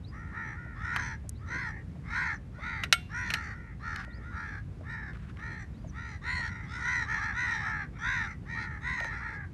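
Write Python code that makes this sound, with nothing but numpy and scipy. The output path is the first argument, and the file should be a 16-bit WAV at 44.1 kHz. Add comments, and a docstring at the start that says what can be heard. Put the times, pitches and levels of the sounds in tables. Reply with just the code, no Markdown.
"""A dry field, from a hand-held camera's microphone. From the start crows caw over one another above a low,
distant rumble: rattling membranes sound through throat and beak, each cry arching in pitch, with a short
outdoor echo. A small bird whistles faintly in the first six seconds; the camera ticks now and then.
Around three seconds in, close by, a brass cartridge case is set down and rings on a sheet-metal ledge.
The crows call on to the end, loudest around seven seconds."""
import sys
import numpy as np
from scipy import signal
from scipy.fft import rfft, irfft
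from scipy.io import wavfile
from scipy.ndimage import uniform_filter1d, map_coordinates

SR = 44100
rng = np.random.default_rng(int(sys.argv[2]) if len(sys.argv) > 2 else 0)


def generate_wav(sig):
    """Save sig (samples, or channels by samples) to the path in sys.argv[1] as 16-bit PCM at SR."""
    pcm = np.round(np.clip(np.atleast_2d(sig).T, -1, 1) * 32767).astype(np.int16)
    wavfile.write(sys.argv[1], SR, pcm)


N = 420273

# Distant rumble and still air. Each row: frequency in Hz, relative spectral density in dB.
AIR_SPECTRUM = [(22, -39), (32, -24), (48, -1.5), (72, 0.2), (105, -1.7), (160, -6), (240, -15),
                (350, -23.5), (550, -32.5), (1000, -36.5), (2000, -39), (3200, -48), (7000, -55),
                (12000, -62.5)]
# The small bird's rising whistles. Each row: start in seconds, level in dB.
BIRD_WHISTLES = [(.025, -62), (1.335, -70.5), (4.1, -60.5), (4.88, -63), (5.735, -68)]
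# Its short, high, falling chips. Each row: start in seconds, level in dB.
BIRD_CHIPS = [(2.335, -66), (5.864, -59.5)]
# Sharp handling ticks, right at the microphone. Each row: start in seconds, level in dB, centre in Hz.
CAMERA_TICKS = [(0.962, -19.5, 1460), (0.9666, -23, 1360), (1.293, -28, 8800), (3.961, -32, 2290),
                (5.135, -49, 1390), (9.003, -29, 2240), (9.045, -28, 1080)]
# Soft knocks on the camera body. Each row: start in seconds, level in dB.
CAMERA_KNOCKS = [(.66, -52), (1.24, -50), (1.954, -51), (2.585, -47), (4.075, -48.5), (4.807, -45.5),
                 (5.842, -45), (6.389, -47), (9.004, -39), (9.045, -41.5)]
# Scuffs of the hand. Each row: start in seconds, length in seconds, level in dB.
HAND_SCUFFS = [(3.999, 0.051, -49.5), (5.133, 0.044, -56), (5.17, 0.15, -59), (5.371, 0.038, -57)]
# The case meets the ledge. Each row: start in seconds, level in dB, hardness in dB per octave, ring in dB.
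CASE_TAPS = [(2.836, -13.5, 2, -16), (2.926, -1, 5, -7), (3.303, -17, 3, -11), (3.3382, -11.5, 4, -15)]
# Modes of case and ledge. Each row: frequency in Hz, level in dB, time to fall 60 dB in seconds.
METAL_MODES = [(724, -33.5, 0.43), (1380, -6, 0.1), (1430, -15, 0.14), (2210, -30.5, 0.22),
               (2210, -9.5, 0.079), (3036, -25.5, 0.097), (2770, -37.5, 0.49), (3040, -60, 0.31),
               (3180, -37, 0.23), (3500, -40.5, 0.35), (3623, -43, 0.19), (3930, -20, 0.024),
               (3870, -47.5, 0.22), (4280, -31, 0.045), (5500, -15.5, 0.015), (6640, -30, 0.049),
               (8370, -37, 0.14), (10800, -39.5, 0.036), (11560, -44, 0.1)]
# The crack of brass on sheet metal. Each row: frequency in Hz, relative level in dB.
CRACK_SPECTRUM = [(300, -52), (650, 6), (1000, -16), (1400, 5), (2200, 5.5), (2900, 4), (3300, -11.5),
                  (3900, -2), (4700, -12.5), (5700, -12.5), (7300, -26), (8600, -28), (10300, -29.5),
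                  (11600, -27)]
# A crow's throat and beak. Each row: frequency in Hz, gain in dB.
THROAT_RESPONSE = [(500, -56.5), (760, -14.5), (950, -10.5), (1200, -10.5), (1500, -7), (1900, -5),
                   (2280, -9.5), (2550, -19.5), (2900, -28.5), (3400, -24), (4950, -33.5), (5800, -28.5),
                   (7400, -41), (8600, -40.5), (11000, -61.5)]
# The cries above the field. Each row: start and length in seconds, top pitch in Hz, sag as a share of the
# pitch, crest as a share of the length, attack in seconds, roughness from 0 to 1, level in dB, open-beak
# gain in dB, brightness in dB, then the mouth, nasal and upper resonances in Hz.
CROW_CAWS = [(0.105, 0.39, 444, .1, 0.29, 0.051, 0.39, -52.5, 13, -9, 1870, 3930, 5840),
             (0.31, 0.27, 453, 0.13, 0.25, 0.073, 0.43, -40.5, 7, -11.5, 1796, 3930, 5670),
             (0.535, 0.35, 480, 0.25, 0.21, 0.035, 0.39, -51, 16, -13, 1820, 3740, 5370),
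             (0.751, 0.3, 463.7, 0.34, 0.46, 0.15, 0.46, -36.5, 13.5, -1.5, 1850, 3780, 5200),
             (0.864, 0.31, 504.4, 0.18, 0.4, 0.11, 0.54, -37.5, 1, -5.5, 1660, 4200, 6200),
             (1.38, 0.13, 450, 0.084, 0.7, 0.057, 0.37, -54.5, 22, -1, 1860, 3580, 5100),
             (1.46, .27, 513.3, 0.28, 0.49, 0.094, 0.56, -36, 9, -1, 1926, 4240, 6170),
             (1.601, 0.23, 441, 0.15, 0.2, 0.055, 0.51, -46.5, -29, -17, 1770, 4300, 5680),
             (2.036, 0.32, 468.5, 0.18, 0.41, 0.14, 0.68, -39, 2, -2.5, 2160, 3940, 5160),
             (2.094, 0.28, 509.6, 0.27, 0.38, 0.086, 0.53, -32.5, 9, -6, 1780, 4270, 6220),
             (2.508, 0.15, 482, 0.14, 0.53, 0.073, 0.34, -54.5, 15, 5, 1950, 4170, 4950),
             (2.58, .3, 462.7, 0.24, 0.34, 0.1, 0.49, -38, 7.5, -5.5, 2010, 3830, 4650),
             (3.091, 0.32, 499, 0.19, 0.33, 0.09, 0.38, -37, 6, -0.5, 1770, 4160, 5620),
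             (3.266, 0.3, 442.3, 0.17, 0.35, 0.11, 0.43, -41, 12, -2, 1870, 4350, 5330),
             (3.481, 0.29, 476, 0.15, 0.39, 0.053, 0.43, -53, 8.5, -13, 1920, 3950, 5420),
             (3.795, 0.25, 451, 0.21, 0.25, 0.095, 0.56, -38.5, 17, -0.5, 1774, 4400, 5430),
             (3.977, 0.34, 468.4, 0.17, 0.34, 0.049, 0.2, -55, 9, -17, 1920, 4550, 5040),
             (4.196, 0.21, 474, 0.18, 0.43, 0.077, 0.22, -50.5, 24, -.5, 1920, 3700, 6180),
             (4.301, 0.32, 448, 0.13, 0.24, .09, 0.64, -41, 10, -5.5, 1660, 4060, 5600),
             (4.83, .31, 463.5, .26, 0.29, 0.1, 0.54, -41.5, 3.5, -10.5, 1726, 3800, 5370),
             (5.356, 0.31, 458, 0.19, 0.38, 0.1, 0.42, -43.5, 3.5, -3.5, 1796, 4060, 5900),
             (5.922, 0.27, 463.3, .16, 0.32, 0.068, 0.33, -45, 8.5, -1, 1960, 3920, 5940),
             (6.215, 0.29, 507, 0.21, 0.38, 0.09, 0.4, -34.5, 0.5, 1, 1890, 4200, 6950),
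             (6.374, 0.32, 473.4, 0.16, 0.31, 0.084, 0.47, -45, 8.5, -4.5, 2050, 3830, 5820),
             (6.656, 0.31, 480.6, 0.11, 0.41, 0.11, 0.48, -41.5, 13.5, 5.5, 1960, 3800, 5100),
             (6.781, 0.29, 502, .2, 0.43, 0.13, 0.42, -30.5, 7, -1, 1904, 3920, 5800),
             (7.045, 0.18, 451, 0.14, .5, 0.083, 0.47, -31.5, 3, -1, 1760, 4070, 5550),
             (7.145, 0.21, 433.3, 0.21, 0.54, 0.097, 0.49, -33, 4.5, -9, 1720, 4100, 5660),
             (7.315, 0.28, 504.8, .23, 0.35, 0.09, 0.26, -32.5, 6.5, 0, 1860, 3860, 5900),
             (7.421, 0.33, 459.7, 0.33, 0.31, 0.1, 0.45, -36, -4, -4, 1800, 3820, 5500),
             (7.598, 0.27, 449, 0.16, 0.31, 0.088, 0.39, -34, 7.5, -10, 1690, 4040, 5500),
             (7.917, 0.28, 491, 0.34, .35, 0.06, 0.64, -55, 6, -7, 2230, 3750, 6800),
             (7.985, 0.3, 514.4, 0.29, 0.44, 0.1, 0.42, -31.5, 8, -1.5, 1800, 3690, 5990),
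             (8.159, 0.2, 452, 0.19, 0.6, 0.13, .5, -42, 12.5, -2.5, 2000, 4230, 5500),
             (8.452, .23, 464.3, .15, 0.32, 0.089, 0.17, -39, -16.5, -5.5, 1893, 3940, 5070),
             (8.541, 0.27, 464, 0.14, 0.27, 0.044, .38, -42, 10.5, -12, 1840, 3960, 5900),
             (8.805, 0.3, 517, 0.22, 0.31, 0.078, 0.35, -36, -3, -2.5, 1897, 4010, 6500),
             (8.958, 0.24, 463, 0.17, 0.27, 0.049, 0.27, -39, -4, -9, 1850, 4140, 5130),
             (9.089, 0.31, 464, .15, 0.18, 0.039, 0.4, -44.5, 10, -3, 2000, 4170, 5230),
             (9.189, 0.29, 452.4, .2, .25, 0.047, 0.44, -42, 4, -20, 1670, 3870, 5100)]


def undb(db):
    """Decibels to gain."""
    return 10 ** (np.asarray(db) / 20)


def unit(x):
    """Scale to rms 1."""
    return x / np.sqrt(np.mean(x ** 2))


def add(out, start, x):
    """Mix x into out from a start in seconds."""
    i = max(int(start * SR), 0)
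    out[i:i + len(x)] += x[:max(len(out) - i, 0)]


def seconds(length):
    """Time axis of a short sound."""
    return np.arange(int(length * SR)) / SR


def fade(t, t60):
    """Exponential decay, 60 dB down at t60."""
    return np.exp(-np.log(1000) * t / t60)


def noise(t):
    """White noise for a sound shorter than a second."""
    return rng.standard_normal(SR)[:len(t)]


def wander(t, per_s):
    """Random drift through per_s new values a second."""
    knots = rng.standard_normal(size=2048)
    return np.interp(t * per_s, np.arange(len(knots)), knots)


def curve(points, hz):
    """Level in dB of a spectrum at given frequencies."""
    point_hz, db = np.transpose(points)
    return np.interp(np.log(hz), np.log(point_hz), db)


def bump(hz, centre_hz, width_hz):
    """Bell-shaped rise from 0 to 1 around a resonance."""
    return np.exp(-((hz - centre_hz) / width_hz) ** 2)


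def colour(x, db_at, size=4096):
    """Minimum-phase filter whose gain in dB is db_at(hz)."""
    hz = np.maximum(np.fft.rfftfreq(size, 1 / SR), 1)
    cepstrum = irfft(np.log(undb(db_at(hz))))
    cepstrum[1:size // 2] *= 2
    cepstrum[size // 2 + 1:] = 0
    impulse = irfft(np.exp(rfft(cepstrum)))
    return signal.fftconvolve(x, impulse)[:len(x)]


def damped(x, centre_hz, width_hz):
    """Pass x through one damped, steep-sided resonance, keeping its level."""
    def db_at(hz):
        detuning = (hz ** 2 - centre_hz ** 2) / (hz * width_hz)
        return -20 * np.log10(1 + detuning ** 2).clip(0, 4)
    return unit(colour(x, db_at)) * np.std(x)


def reflections(x, t60, wet_db, treble_db):
    """The dense, fading cloud of echoes that x sets off."""
    t = seconds(t60)
    cloud = noise(t) * fade(t, t60)
    tail = colour(cloud / np.linalg.norm(cloud), lambda hz: curve([(2000, 0.013), (5000, treble_db)], hz))
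    return undb(wet_db) * signal.fftconvolve(x, tail)[:len(x)]


def across_field(x):
    """The direct sound, plus a short, faint, dull echo from walls and trees."""
    return x + reflections(x, t60=0.17, wet_db=-10, treble_db=-10)


def air(bed_db=-41.5, waver_db=1.1, breeze_db=-61.5, buffet_swing_db=6):
    """A wavering bed of far-off rumble and faint hiss, with light buffets of breeze."""
    t = np.arange(N) / SR
    bed = unit(colour(rng.standard_normal(N), lambda hz: curve(AIR_SPECTRUM, hz), size=16384))
    breeze = damped(rng.standard_normal(N), centre_hz=300, width_hz=260)
    buffets = unit(breeze * undb(buffet_swing_db * wander(t, 16)))
    return bed * undb(bed_db + waver_db * wander(t, 7.3)) + undb(breeze_db) * buffets


def slur(length, from_hz, to_hz, turn_share=0.79, flutter_db=7, waver=0.035):
    """A thin, fluttering note that glides to its far pitch and turns back a little."""
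    t = seconds(length)
    glide = np.sin(np.pi / 2 * t / (turn_share * length)) ** 2
    hz = from_hz * (to_hz / from_hz) ** glide * (1 + waver * wander(t, 300))
    strength = undb(flutter_db * wander(t, 78)) * np.sin(np.pi * t / length)
    return strength * np.sin(2 * np.pi * np.cumsum(hz) / SR)


def songbird():
    """A small bird's whistles and chips, faint across the field."""
    out = np.zeros(N)
    for start, db in BIRD_WHISTLES:
        add(out, start, undb(db) * slur(0.095, from_hz=3650, to_hz=4960))
    for start, db in BIRD_CHIPS:
        add(out, start, undb(db) * slur(0.047, from_hz=6900, to_hz=5780))
    return across_field(out)


def camera_handling(snap_db=-19, catch_db=9, grain_db=6):
    """The hand at the microphone: ticks, soft knocks, and scuffs that catch and then slide grainily."""
    out, t = np.zeros(N), seconds(0.29)
    for start, db, centre_hz in CAMERA_TICKS:
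        touch = noise(t) * fade(t, t60=0.01)
        body = damped(touch, centre_hz, width_hz=0.85 * centre_hz)
        add(out, start, undb(db) * (body + undb(snap_db) * touch))
    for start, db in CAMERA_KNOCKS:
        touch = noise(t) * fade(t, t60=0.075)
        add(out, start, undb(db) * damped(touch, centre_hz=625, width_hz=214))
    for start, length, db in HAND_SCUFFS:
        t = seconds(length)
        grip = unit(undb(grain_db * wander(t, 78))) + undb(catch_db) * fade(t, t60=0.02)
        add(out, start, undb(db) * damped(noise(t) * grip, centre_hz=1540, width_hz=1140))
    return out


def cartridge_case(crack_db=-9, tail_db=-45, rebound_s=0.0014, rebound_db=-10):
    """Brass on sheet metal, close by: a crack and two ever weaker rebounds, then the modes ring out."""
    out, t = np.zeros(N), seconds(0.76)
    ring = sum(undb(db) * np.sin(2 * np.pi * hz * t) * fade(t, t60) for hz, db, t60 in METAL_MODES)
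    crack_decay = undb(crack_db) * fade(t, t60=0.038) + undb(tail_db) * fade(t, t60=0.45)
    for start, db, db_per_octave, ring_db in CASE_TAPS:
        blow = undb(ring_db) * ring
        for bounce in range(3):
            crack = unit(colour(noise(t), lambda hz: curve(CRACK_SPECTRUM, hz)))
            add(blow, bounce * rebound_s, undb(bounce * rebound_db) * crack * crack_decay)
        add(out, start, undb(db) * colour(blow, lambda hz: db_per_octave * np.log2(hz / 2500)))
    return out


def syrinx(t, pitch_hz, rough, rattle_hz=76, bite_db=3, fray_radians=1.7, ragged_db=3.5, rasp=0.2):
    """A crow's membrane pulses, their rate and strength shaken by a slower, uneven rattle."""
    beat_hz = rattle_hz * (1 + 0.0302 * wander(t, 3.85) + 0.407 * rough * wander(t, 69.4))
    rattle = 2 * np.pi * np.cumsum(beat_hz) / SR
    swing = (0.038 + 0.063 * rough) * np.cos(rattle + 0.73)
    jitter = 0.042 * rough * (wander(t, 450) + 0.5 * wander(t, 60.7))
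    phase = 2 * np.pi * np.cumsum(pitch_hz * (1 + swing + jitter)) / SR
    harmonics = np.arange(1, 24)[:, None]
    height = harmonics / 9
    # Each beat snaps the membranes harder, so the treble pulses, fully from the ninth harmonic up.
    bite = undb(bite_db * np.cos(rattle) * np.minimum(height, 1) ** 2)
    fray = fray_radians * np.clip(height - 0.5, 0, 1) * np.array([wander(t, 130) for _ in harmonics])
    pulses = unit((bite * np.cos(harmonics * phase + fray)).sum(axis=0))
    hiss = noise(t) * (1 + np.cos(phase)) * bite[-1]  # air escapes once a cycle
    strength = (1 + 0.11 * np.cos(rattle)) * undb(ragged_db * rough * wander(t, 129.4))
    return strength * (pulses + rasp * rough * hiss)


def tract_db(hz, beak_hz, beak_db, bright_db, mouth_hz, nasal_hz, upper_hz):
    """Gain of the throat: four resonances, and treble notches cut by an echo along the windpipe."""
    low = beak_db * bump(hz, beak_hz, 190) + 10 * bump(hz, mouth_hz, 150)
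    high = 9 * bump(hz, nasal_hz, 360) + 6 * bump(hz, upper_hz, 500)
    notch_spacing_hz = max((upper_hz - nasal_hz) / 2, 766)
    round_trip = 2 * np.pi * (hz - nasal_hz) / notch_spacing_hz
    echo = np.interp(hz, [2450, 2850], [0, 0.72])
    windpipe = 10 * np.log10(1 + 2 * echo * np.cos(round_trip) / (1 + echo ** 2))
    shelf = np.interp(hz, [2100, 3400], [0, bright_db])
    return curve(THROAT_RESPONSE, hz) + low + high + windpipe + shelf


def gape(source, t, crest, top_hz, open_db, bright_db, mouth_hz, nasal_hz, upper_hz, poses=7):
    """The beak opens onto the third harmonic and narrows after the crest; the nasal resonance rises."""
    out = 0
    for share in np.linspace(0, 1, poses):
        closed = np.exp(-(share * t[-1] / 0.051) ** 2)
        narrow = np.clip((share - crest) / 0.35, 0, 1)
        blend = np.array([closed, 1 - closed - narrow, narrow])  # nearly closed, wide open, narrowed
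        beak_hz = blend @ [1130, 3 * top_hz, 1407]
        beak_db = blend @ [15, open_db, open_db - 6]
        treble_db = bright_db - 0.5 * (2 * share - 1) ** 2  # slightly duller at both ends
        rising_hz = nasal_hz * (1 + 0.12 * (share - 0.5))
        pose = beak_hz, beak_db, treble_db, mouth_hz, rising_hz, upper_hz
        voice = colour(source, lambda hz: tract_db(hz, *pose), size=1024)
        crossfade = np.maximum(1 - abs(t / t[-1] - share) * (poses - 1), 0)
        out = out + unit(voice) * crossfade
    return out


def near_reflections(x, t, paths=3):
    """Reflections near the crow cut notches in the treble; they shift as its head bobs."""
    out = x.copy()
    for _ in range(paths):
        out += reflections(x, t60=0.011, wet_db=-14, treble_db=17) * wander(t, 11) / np.sqrt(paths)
    return out


def caw(length, top_hz, sag, crest, attack_s, rough, db, *throat,
        scoop=0.25, release_s=0.061, shut_db=-25.5, breath_db_per_s=-26):
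    """One cry: the pitch scoops up to a crest and sags ever faster while the breath fades."""
    t = seconds(length)
    share = t / length
    before_crest = np.maximum(1 - share / crest, 0)
    after_crest = np.maximum((share - crest) / (1 - crest), 0)
    arch = 1 - scoop * before_crest ** 2 - sag * after_crest ** 1.5
    # The resonances follow a quarter of the pitch arch and drift a little.
    tightness = (arch / np.median(arch)) ** 0.25 * (1 + 0.012 * wander(t, 12))
    pitch_hz = top_hz * arch * (1 + 0.009 * wander(t, 28))
    source = syrinx(t, pitch_hz / tightness, rough)  # the speed change below restores the pitch
    voice = near_reflections(gape(source, t, crest, top_hz, *throat), t)
    voice = map_coordinates(voice, [np.cumsum(tightness)], mode="mirror")  # a tighter throat rings faster
    voice /= np.sqrt(uniform_filter1d(voice ** 2, 1900))  # even breath pressure; the fast rattle stays
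    opening = np.maximum(1 - t / attack_s, 0) ** 1.89
    closing = np.maximum(1 - (length - t) / release_s, 0) ** 3.06
    return voice * undb(db + shut_db * (opening + closing) + breath_db_per_s * (t - length / 2))


def crows():
    """The overlapping caws, reaching the microphone across the field."""
    out = np.zeros(N)
    for start, *cry in CROW_CAWS:
        add(out, start, caw(*cry))
    return across_field(out)


def scene():
    """Everything near and far, at one microphone."""
    return (crows() + cartridge_case() + camera_handling() + songbird() + air())[None]


def record(dry):
    """The camera cuts off steeply above 12 kHz."""
    return signal.sosfilt(signal.ellip(8, 0.2, 70, 12000, fs=SR, output="sos"), dry)


dry = scene()
out = record(dry)
generate_wav(out)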